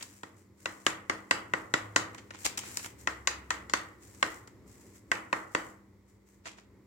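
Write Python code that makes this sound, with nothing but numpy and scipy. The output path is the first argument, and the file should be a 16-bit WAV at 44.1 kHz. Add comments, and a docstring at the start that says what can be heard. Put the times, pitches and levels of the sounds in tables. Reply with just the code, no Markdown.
"""A low uneven rumble with a faint hum and gliding drone, sliding powder and small foil crackles; then runs of
taps. A finger taps a sachet of baking powder over a mixing bowl, close to the microphone, in a small kitchen.
Each tap rings packet resonances (pop), cracks the foil (snap, then a click as the finger lifts off) and spills
powder (noise grains). Between runs the packet is turned and crinkles: short bursts of grains, each with a soft
push on the packet. Bowl echoes and room ringing are decaying noise; the standing waves are narrow resonances."""
import sys
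import numpy as np
from scipy import signal
from scipy.fft import rfft, irfft
from scipy.io import wavfile

SR = 44100
rng = np.random.default_rng(int(sys.argv[2]) if len(sys.argv) > 2 else 0)


def waveform_to_disk(signal):
    """Save audio, clipped to [-1, 1], as 16-bit WAV at the path in sys.argv[1]."""
    frames = np.transpose(np.atleast_2d(signal))
    scaled = np.clip(frames, -1, 1) * 32767
    samples = np.round(scaled).astype(np.int16)
    wavfile.write(sys.argv[1], SR, samples)


N = 302526
TIME = np.arange(N) / SR   # s


def from_db(db):
    """Decibels to gain."""
    return 10 ** (np.asarray(db) / 20)


def in_time(rows):
    """Columns of a curve, interpolated at every sample."""
    t_s, *columns = np.transpose(rows)
    return [np.interp(TIME, t_s, column) for column in columns]


def at_hz(points, hz):
    """Read a table on a log-frequency axis."""
    f_hz, value = np.transpose(points)
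    return np.interp(np.log(np.maximum(hz, 1)), np.log(f_hz), value)


def convolve(x, response):
    """Pass a sound through a response, channel by channel."""
    return signal.fftconvolve(np.atleast_2d(x), np.atleast_2d(response), axes=1)[:, :N]


def colour(spectrum, unit_power=False, size=4096):
    """Causal (minimum-phase) response with the given spectrum, by folding the cepstrum."""
    gain = from_db(at_hz(spectrum, np.fft.rfftfreq(size, 1 / SR)))
    cepstrum = irfft(np.log(gain))
    cepstrum[1:size // 2] *= 2
    cepstrum[size // 2 + 1:] = 0
    response = irfft(np.exp(rfft(cepstrum)))
    return response / np.linalg.norm(response) if unit_power else response


def resonate(x, hz, width_hz):
    """Two-pole resonance, peak gain near 1."""
    r = np.exp(-np.pi * width_hz / SR)
    numerator = np.array([1, 0, -1]) * (1 - r * r) / 2
    denominator = [1, -2 * r * np.cos(2 * np.pi * hz / SR), r * r]
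    return signal.lfilter(numerator, denominator, x + 1e-18)   # offset avoids denormals


def lowpass(x, hz, order=1):
    """Gentle treble roll-off."""
    return signal.sosfilt(signal.butter(order, min(hz, .45 * SR), fs=SR, output="sos"), x)


def delayed(x, seconds):
    """The same sound a little later."""
    t = TIME[:len(x)]
    return np.interp(t - seconds, t, x, left=0)


def add(out, at_s, piece):
    """Mix a short sound in at a time."""
    start = round(at_s * SR)
    out[:, start:start + piece.shape[-1]] += piece[:, :N - start]


def stereo_noise(alike, size=N):
    """White noise in two channels with the given correlation."""
    mid, side = rng.standard_normal((2, size))
    alike = np.clip(alike, -1, 1)
    return np.sqrt((1 + alike) / 2) * mid + np.sqrt((1 - alike) / 2) * np.array([side, -side])


def waver(rate_hz):
    """Slow random movement with spread near 1; rate in knots per second."""
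    knots = rng.standard_normal(400)
    return np.interp(TIME * rate_hz, np.arange(len(knots)), knots)


def swell(at_s, rise_s, fall_s):
    """Envelope that grows exponentially up to a moment and dies after it."""
    t = TIME - at_s
    return np.exp(-np.minimum(np.maximum(-t / rise_s, t / fall_s), 20))


def arch(at_s, rise_s, hold_s, fall_s):
    """Envelope with exponential attack, hold and release."""
    before = (at_s - TIME) / rise_s
    after = (TIME - at_s - hold_s) / fall_s
    return np.exp(-np.clip(np.maximum(before, after), 0, 20))


EAR_LAG_S = 0.0003247


def from_left(pair):
    """The packet is held to the left, so the right channel hears it later."""
    return np.array([pair[0], np.interp(TIME - EAR_LAG_S, TIME, pair[-1])])


# background spectrum: [f/Hz, relative level/dB]
AIR_SPECTRUM = [(30,-32),(102,2),(150,-13.5),(240,-8),(350,-7.5),(560,-18.5),(700,-27),(1000,-21.5),(1600,-31.5),(2050,-24),(2700,-38),(5000,-37),(10000,-45),(16000,-41.5)]
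# background level before the air_db trim: [t/s, level/dB]
AIR_LEVEL = [(0,-57.5),(1,-54.5),(2,-49.5),(4.5,-52),(5.5,-55),(6.2,-57),(6.86,-56)]
# drone pitch: [t/s, f/Hz]
DRONE_PITCH = [(0,92),(1.65,106),(2.2,103),(2.9,70),(3.35,66.5),(6.86,60)]
# drone swells before the drone_db trim: [t/s, level/dB, Gaussian half length/s]
DRONE_BUMPS = [(1.93,-52,.13),(3.336,-57.5,.26)]
DRONE_FLOOR_DB = -71.5   # before the drone_db trim
HUM_HZ, HUM_DB = 197.3, -64


def background(air_db, drone_db):
    """Coloured noise rumble, a steady sine hum and a sine drone that glides up, then sinks."""
    air_level_db, = in_time(AIR_LEVEL)
    pitch_hz, = in_time(DRONE_PITCH)
    strength = from_db(DRONE_FLOOR_DB)
    for at_s, db, half_s in DRONE_BUMPS:
        strength = strength + from_db(db) * np.exp(-np.minimum(((TIME - at_s) / half_s) ** 2, 20) / 2)
    shared = lowpass(stereo_noise(0.93), 1200) * from_db(2.0 * waver(rate_hz=8.6))
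    diffuse = signal.sosfilt(signal.butter(1, 900, "high", fs=SR, output="sos"), stereo_noise(0.1))
    air = from_db(air_level_db + air_db) * convolve(shared + diffuse, colour(AIR_SPECTRUM, unit_power=True))
    drone = from_db(drone_db) * strength * np.sin(2 * np.pi * np.cumsum(pitch_hz) / SR)
    hum = from_db(HUM_DB) * np.sin(2 * np.pi * HUM_HZ * TIME)
    return air + drone + hum


def grains(spread_db, alike):
    """Tiny contacts of very uneven size that come in clumps; rms near 1."""
    single = np.repeat(rng.standard_normal(N // 20 + 1), 20)[:N]
    clumps_db = 2.2 * np.repeat(rng.standard_normal(N // 180 + 1), 180)[:N]
    sizes = from_db(spread_db * single + clumps_db)
    return stereo_noise(alike) * sizes / np.sqrt(np.mean(sizes ** 2))


# packet tilted, powder slides along the foil: [start t/s, hold/s, relative level/dB]
TILTS = [(0,0.17,-54.5),(0.373,0.034,-64),(0.586,0.29,-59.5),(2.137,0.38,-72),(2.387,0.055,-48.5),(2.65,0.21,-45.5),(2.993,0.02,-52),(4.027,0.34,-55.5),(4.678,0.29,-58.5),(5.525,0.18,-63),(6.084,0.033,-66.5),(6.275,0.061,-63.5)]
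# powder spectrum: [f/Hz, relative level/dB]
POWDER_SPECTRUM = [(500,-10),(2000,-2),(3500,-12.5),(5500,-5),(8000,-3),(10000,-8.5),(16000,-11)]
TILT_ATTACK_S, TILT_RELEASE_S, TILT_WAVER_DB = 0.011, 0.032, 1.5
# powder jolted out by each tap; level relative, as in TILTS
SPILL_DB, SPILL_AFTER_S, SPILL_RISE_S, SPILL_FALL_S = -54, .032, 0.022, 0.073
SPILL_FOLLOWS, FIRM_TAP_DB = .5, -21   # dB of spill per dB of pop, relative to a firm tap


def rustle(level_db, ticks_per_s, ticks_db):
    """Powder slides unevenly during tilts and after each tap; the moving foil ticks now and then."""
    flow = sum(from_db(db) * arch(s, TILT_ATTACK_S, hold_s, TILT_RELEASE_S) for s, hold_s, db in TILTS)
    flow = flow * from_db(level_db + TILT_WAVER_DB * waver(rate_hz=32))
    for at_s, pop_db, *_ in TAPS:
        spill_db = level_db + SPILL_DB + SPILL_FOLLOWS * (pop_db - FIRM_TAP_DB)
        flow = flow + from_db(spill_db) * swell(at_s + SPILL_AFTER_S, SPILL_RISE_S, SPILL_FALL_S)
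    tick_now = rng.random(N) < ticks_per_s / SR
    ticks = tick_now * rng.uniform(-0.67, 1, N) * from_db(ticks_db)
    powder = grains(spread_db=2.0, alike=0.073)
    return convolve(flow * (powder + ticks), colour(POWDER_SPECTRUM, unit_power=True))


# creases buckling as the grip shifts: [t/s, relative level/dB, decay/s, treble gain/dB]
CRINKLES = [(.010,-46.5,0.015,-10),(.028,-45,0.0038,15),(2.147,-39,0.0022,-5.5),(2.182,-44.5,0.012,-22),(2.307,-36.5,.0025,-26),(2.345,-47,0.024,-28),(2.451,-36,0.012,4),(2.461,-23,0.0048,-9),(2.576,-24.5,.0027,7),(2.591,-38.5,0.003,14.5),(2.635,-42.5,0.051,-23),(2.772,-36,0.0014,13.5),(2.794,-41.5,0.007,-19),(2.845,-36.5,0.0022,-15),(2.858,-41.5,0.0069,-1.5),(4.475,-55,0.0043,5),(6.456,-37,0.0017,-22),(6.465,-38,0.023,-28),(6.583,-55.5,0.027,-17)]
# crease spectrum: [f/Hz, relative level/dB]
CREASE_SPECTRUM = [(150,-5),(700,-1),(1500,-1),(2300,4.5),(4000,-0.5),(7000,1.5),(10000,-6.5),(16000,-13.5)]
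# finger lifts off the foil after a tap; level relative to the snap column
REBOUND_S, REBOUND_DB, REBOUND_LENGTH_S = .038, -16.5, 0.0067


def crinkles(rise_share, level_db, treble_hz, rebound_treble_db):
    """Creases, and the finger lifting off after each tap, give way in short runs of tiny cracks, each with its
    own treble."""
    rebounds = [(s + REBOUND_S, snap_db + REBOUND_DB, REBOUND_LENGTH_S, rebound_treble_db)
                for s, _, snap_db, *_ in TAPS]
    body_envelope, top_envelope = 0, 0
    for at_s, db, length_s, treble_db in CRINKLES + rebounds:
        run = from_db(db + level_db) * swell(at_s, rise_share * length_s, length_s)
        body_envelope = body_envelope + run
        top_envelope = top_envelope + run * from_db(treble_db)
    cracks = grains(spread_db=6.0, alike=0.2)
    body = lowpass(cracks * body_envelope, treble_hz)
    top = cracks * top_envelope
    return convolve(body + top - lowpass(top, treble_hz), colour(CREASE_SPECTRUM, unit_power=True))


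def blow(thud_db, hard_hz, contact_s, thud_hz, size=2048):
    """Force of one touch: a short push rounded by the finger pad; a fleshier one has more bass."""
    force = signal.unit_impulse(size, 1)
    force = force + (from_db(thud_db) - 1) * lowpass(force, thud_hz)
    return delayed(lowpass(force, hard_hz, order=2), contact_s)


# powder-filled packet, f scaled by tautness: [f/Hz, width/Hz, mean left gain/dB, mean right gain/dB]
PACKET_MODES = [(284,94,31.5,32),(560,87,21.5,12.5),(982,117,-1,41.5),(1307,28,38,5.5),(1366,150,13,42),(1824,130,42,39),(2056,460,1.5,28.5),(2444,200,34,33.5),(3700,340,15,16)]


def packet(force, tautness, spot_db, bend_s):
    """Damped resonances, struck at a new spot each time; low bending waves arrive later."""
    out = 0
    for hz, width_hz, left_db, right_db in PACKET_MODES:
        lag_s = bend_s / np.sqrt(hz / PACKET_MODES[0][0])
        ring = delayed(resonate(force, hz * tautness, width_hz), lag_s)
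        gain_db = np.array([[left_db], [right_db]]) + spot_db * rng.standard_normal()
        out = out + from_db(gain_db) * ring
    return out


def bowl(after_s, decay_s, apart_hz, size=2048):
    """Dense reflections between packet, hand and bowl; mainly short waves differ from side to side."""
    t = np.maximum(TIME[:size] - after_s, 0)
    mid, side = rng.standard_normal((2, size))
    side = side - lowpass(side, apart_hz)
    response = np.array([mid + side, mid - side]) * np.sqrt(t) * np.exp(-t / decay_s)
    return response / np.linalg.norm(response, axis=1, keepdims=True)


# room decay to -60 dB: [f/Hz, T60/s]
ROOM_DECAY = [(100,0.58),(400,0.58),(1000,0.5),(2000,0.46),(3000,0.32),(7000,0.21),(16000,0.29)]


def kitchen(build_s, alike_below_hz, size=32768):
    """Diffuse response: builds up, decays at a rate set per band, alike on both sides in the bass."""
    t, out = TIME[:size], 0
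    edges_hz = np.geomspace(40, 19000, 15)
    for low, high in zip(edges_hz, edges_hz[1:]):
        hz = np.sqrt(low * high)
        noise = stereo_noise(1 / (1 + (hz / alike_below_hz) ** 2), size=size)
        band = signal.sosfilt(signal.butter(2, [low, high], "band", fs=SR, output="sos"), noise)
        band *= from_db(-60 * t / at_hz(ROOM_DECAY, hz)) * (1 - np.exp(-t / build_s))
        energy = np.sum(band ** 2, axis=1, keepdims=True)
        out = out + band * np.sqrt(2 * (high - low) / SR / energy)   # flat spectrum overall
    return out


# finger on packet: [t/s, relative pop level/dB, relative snap level/dB, thud re pop/dB, tautness/pitch factor]
TAPS = [(0.232,-43,-42,13.5,1.005),(0.656,-26.5,-32.5,3.5,1.51),(0.864,-19.5,-18.5,3.5,1.21),(1.096,-22.5,-30,5.5,1.17),(1.309,-16.5,-20,-0.5,1.074),(1.535,-20.5,-33,3.5,1.085),(1.738,-18.5,-23.5,2.5,1.056),(1.96,-17.5,-18,5,1.056),(3.072,-21,-29.5,-5,1.035),(3.272,-20.5,-19,-6,1.14),(3.504,-21,-26,-8,1.01),(3.696,-43.5,-38,9,1.13),(3.735,-18.5,-21,-1.5,1.11),(4.226,-18.5,-25,2,1.14),(5.115,-18,-25,-2,1.14),(5.327,-16.5,-32,-3,1.04),(5.548,-20.5,-29,6,1.09)]
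# tap echoes from bowl and room: [f/Hz, gain/dB]
ECHO_SPECTRUM = [(50,3.5),(110,9),(240,12.5),(500,17.5),(750,14.5),(1100,22),(1400,21.5),(1650,16),(1950,24),(2400,11.5),(3200,8),(5000,-6.5),(9000,-12),(16000,-28.5)]
# standing waves of the kitchen: [f/Hz, width/Hz, gain/dB]
ROOM_MODES = [(199,2,27.5),(317.2,4.1,40),(348.6,6,29.5),(534,36,30),(1150,8.8,26.5),(1570,7.7,31.5),(1850,14,37),(1945,54,34)]
CONTACT_HZ, CONTACT_OCT_PER_DB = 6640, 0.118   # more snap than pop: harder contact
PUSH_DB, PUSH_FOLLOWS = -28, 0.46   # grip nudges packet: level at a 0 dB crease, dB per dB of crease


def pops(rooms, bowl_db, room_db, push_thud_db, push_hz):
    """Each tap or grip push rings the packet, echoes in the bowl and sets the room going."""
    touches = []
    for s, pop_db, snap_db, thud_db, taut in TAPS:
        hard_hz = CONTACT_HZ * 2 ** (CONTACT_OCT_PER_DB * (snap_db - pop_db))
        touches.append((s, pop_db, thud_db, taut, hard_hz))
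    for s, crease_db, *_ in CRINKLES:
        touches.append((s, PUSH_DB + PUSH_FOLLOWS * crease_db, push_thud_db, 1, push_hz))
    forces, direct, echoes = np.zeros((1, N)), np.zeros((2, N)), np.zeros((2, N))
    for k, (s, db, thud_db, taut, hard_hz) in enumerate(touches):
        force = from_db(db) * blow(thud_db, hard_hz, contact_s=0.000927, thud_hz=496)
        add(forces, s, force[None])
        add(direct, s, packet(force, taut, spot_db=2.5, bend_s=0.001582))
        # the hand moves, so the echoes differ from touch to touch
        reflections = bowl(after_s=0.00037, decay_s=0.0043, apart_hz=900)
        add(echoes, s, from_db(bowl_db) * convolve(force, reflections))
        add(echoes, s, from_db(room_db) * convolve(force, rooms[k % len(rooms)]))
    standing = sum(from_db(db) * resonate(forces, hz, width_hz) for hz, width_hz, db in ROOM_MODES)
    return from_left(direct) + convolve(echoes, colour(ECHO_SPECTRUM)) + standing


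def clicks(times_s, level_db):
    """One impulse for each contact."""
    out = np.zeros(N)
    out[np.round(times_s * SR).astype(int)] = from_db(level_db)
    return out


# foil snap spectrum: [f/Hz, relative level/dB]
SNAP_SPECTRUM = [(300,-28),(1500,-4),(3000,2),(5000,1.5),(7500,-3),(9500,-11.5),(12000,-18),(16000,-23.5)]


def snaps(delay_s, crack_db, rattle_db, rattle_s):
    """The foil cracks at each tap (impulse) and rattles for a moment (decaying noise)."""
    at_s, _, snap_db = np.transpose(TAPS)[:3]
    crack = from_db(crack_db) * clicks(at_s + delay_s, snap_db)
    rattle = sum(from_db(db + rattle_db) * swell(s + delay_s, .0003, rattle_s)
                 for s, db in zip(at_s, snap_db))
    return convolve(crack + rattle * stereo_noise(0.34), colour(SNAP_SPECTRUM, unit_power=True))


def scene(count=5):
    """The packet close by, the kitchen heard from a few slightly different spots, and the background."""
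    rooms = [kitchen(build_s=0.001, alike_below_hz=380) for _ in range(count)]
    snap = snaps(delay_s=0.0012, crack_db=2, rattle_db=-1.5, rattle_s=0.0033)
    handling = crinkles(rise_share=0.31, level_db=1.5, treble_hz=3400, rebound_treble_db=-16.5)
    handling = handling + rustle(level_db=-5.5, ticks_per_s=50, ticks_db=26.5)
    near = from_left(snap) * from_db([[2.3], [-2.5]]) + from_left(handling) * from_db([[-.5], [1.2]])
    far = convolve(from_db(-5.0) * snap, rooms[-1]) + convolve(from_db(-8) * handling, rooms[0])
    touches = pops(rooms, bowl_db=6.5, room_db=8.0, push_thud_db=6, push_hz=3000)
    return near + far + touches + background(air_db=-5.5, drone_db=3.5)


CUTOFF_HZ = 16300


def record(dry):
    """The left channel has a treble peak and a dip above it; the deepest bass and the top are cut."""
    peak = from_db(3.5) * resonate(dry[0], hz=7360, width_hz=1200)
    dip = .5 * resonate(dry[0], hz=9100, width_hz=470)
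    left = dry[0] + peak - dip
    pair = signal.sosfilt(signal.butter(2, 32, "high", fs=SR, output="sos"), [left, dry[1]])
    return signal.sosfilt(signal.ellip(10, .2, 70, CUTOFF_HZ, fs=SR, output="sos"), pair)


dry = scene()
out = record(dry)
waveform_to_disk(out)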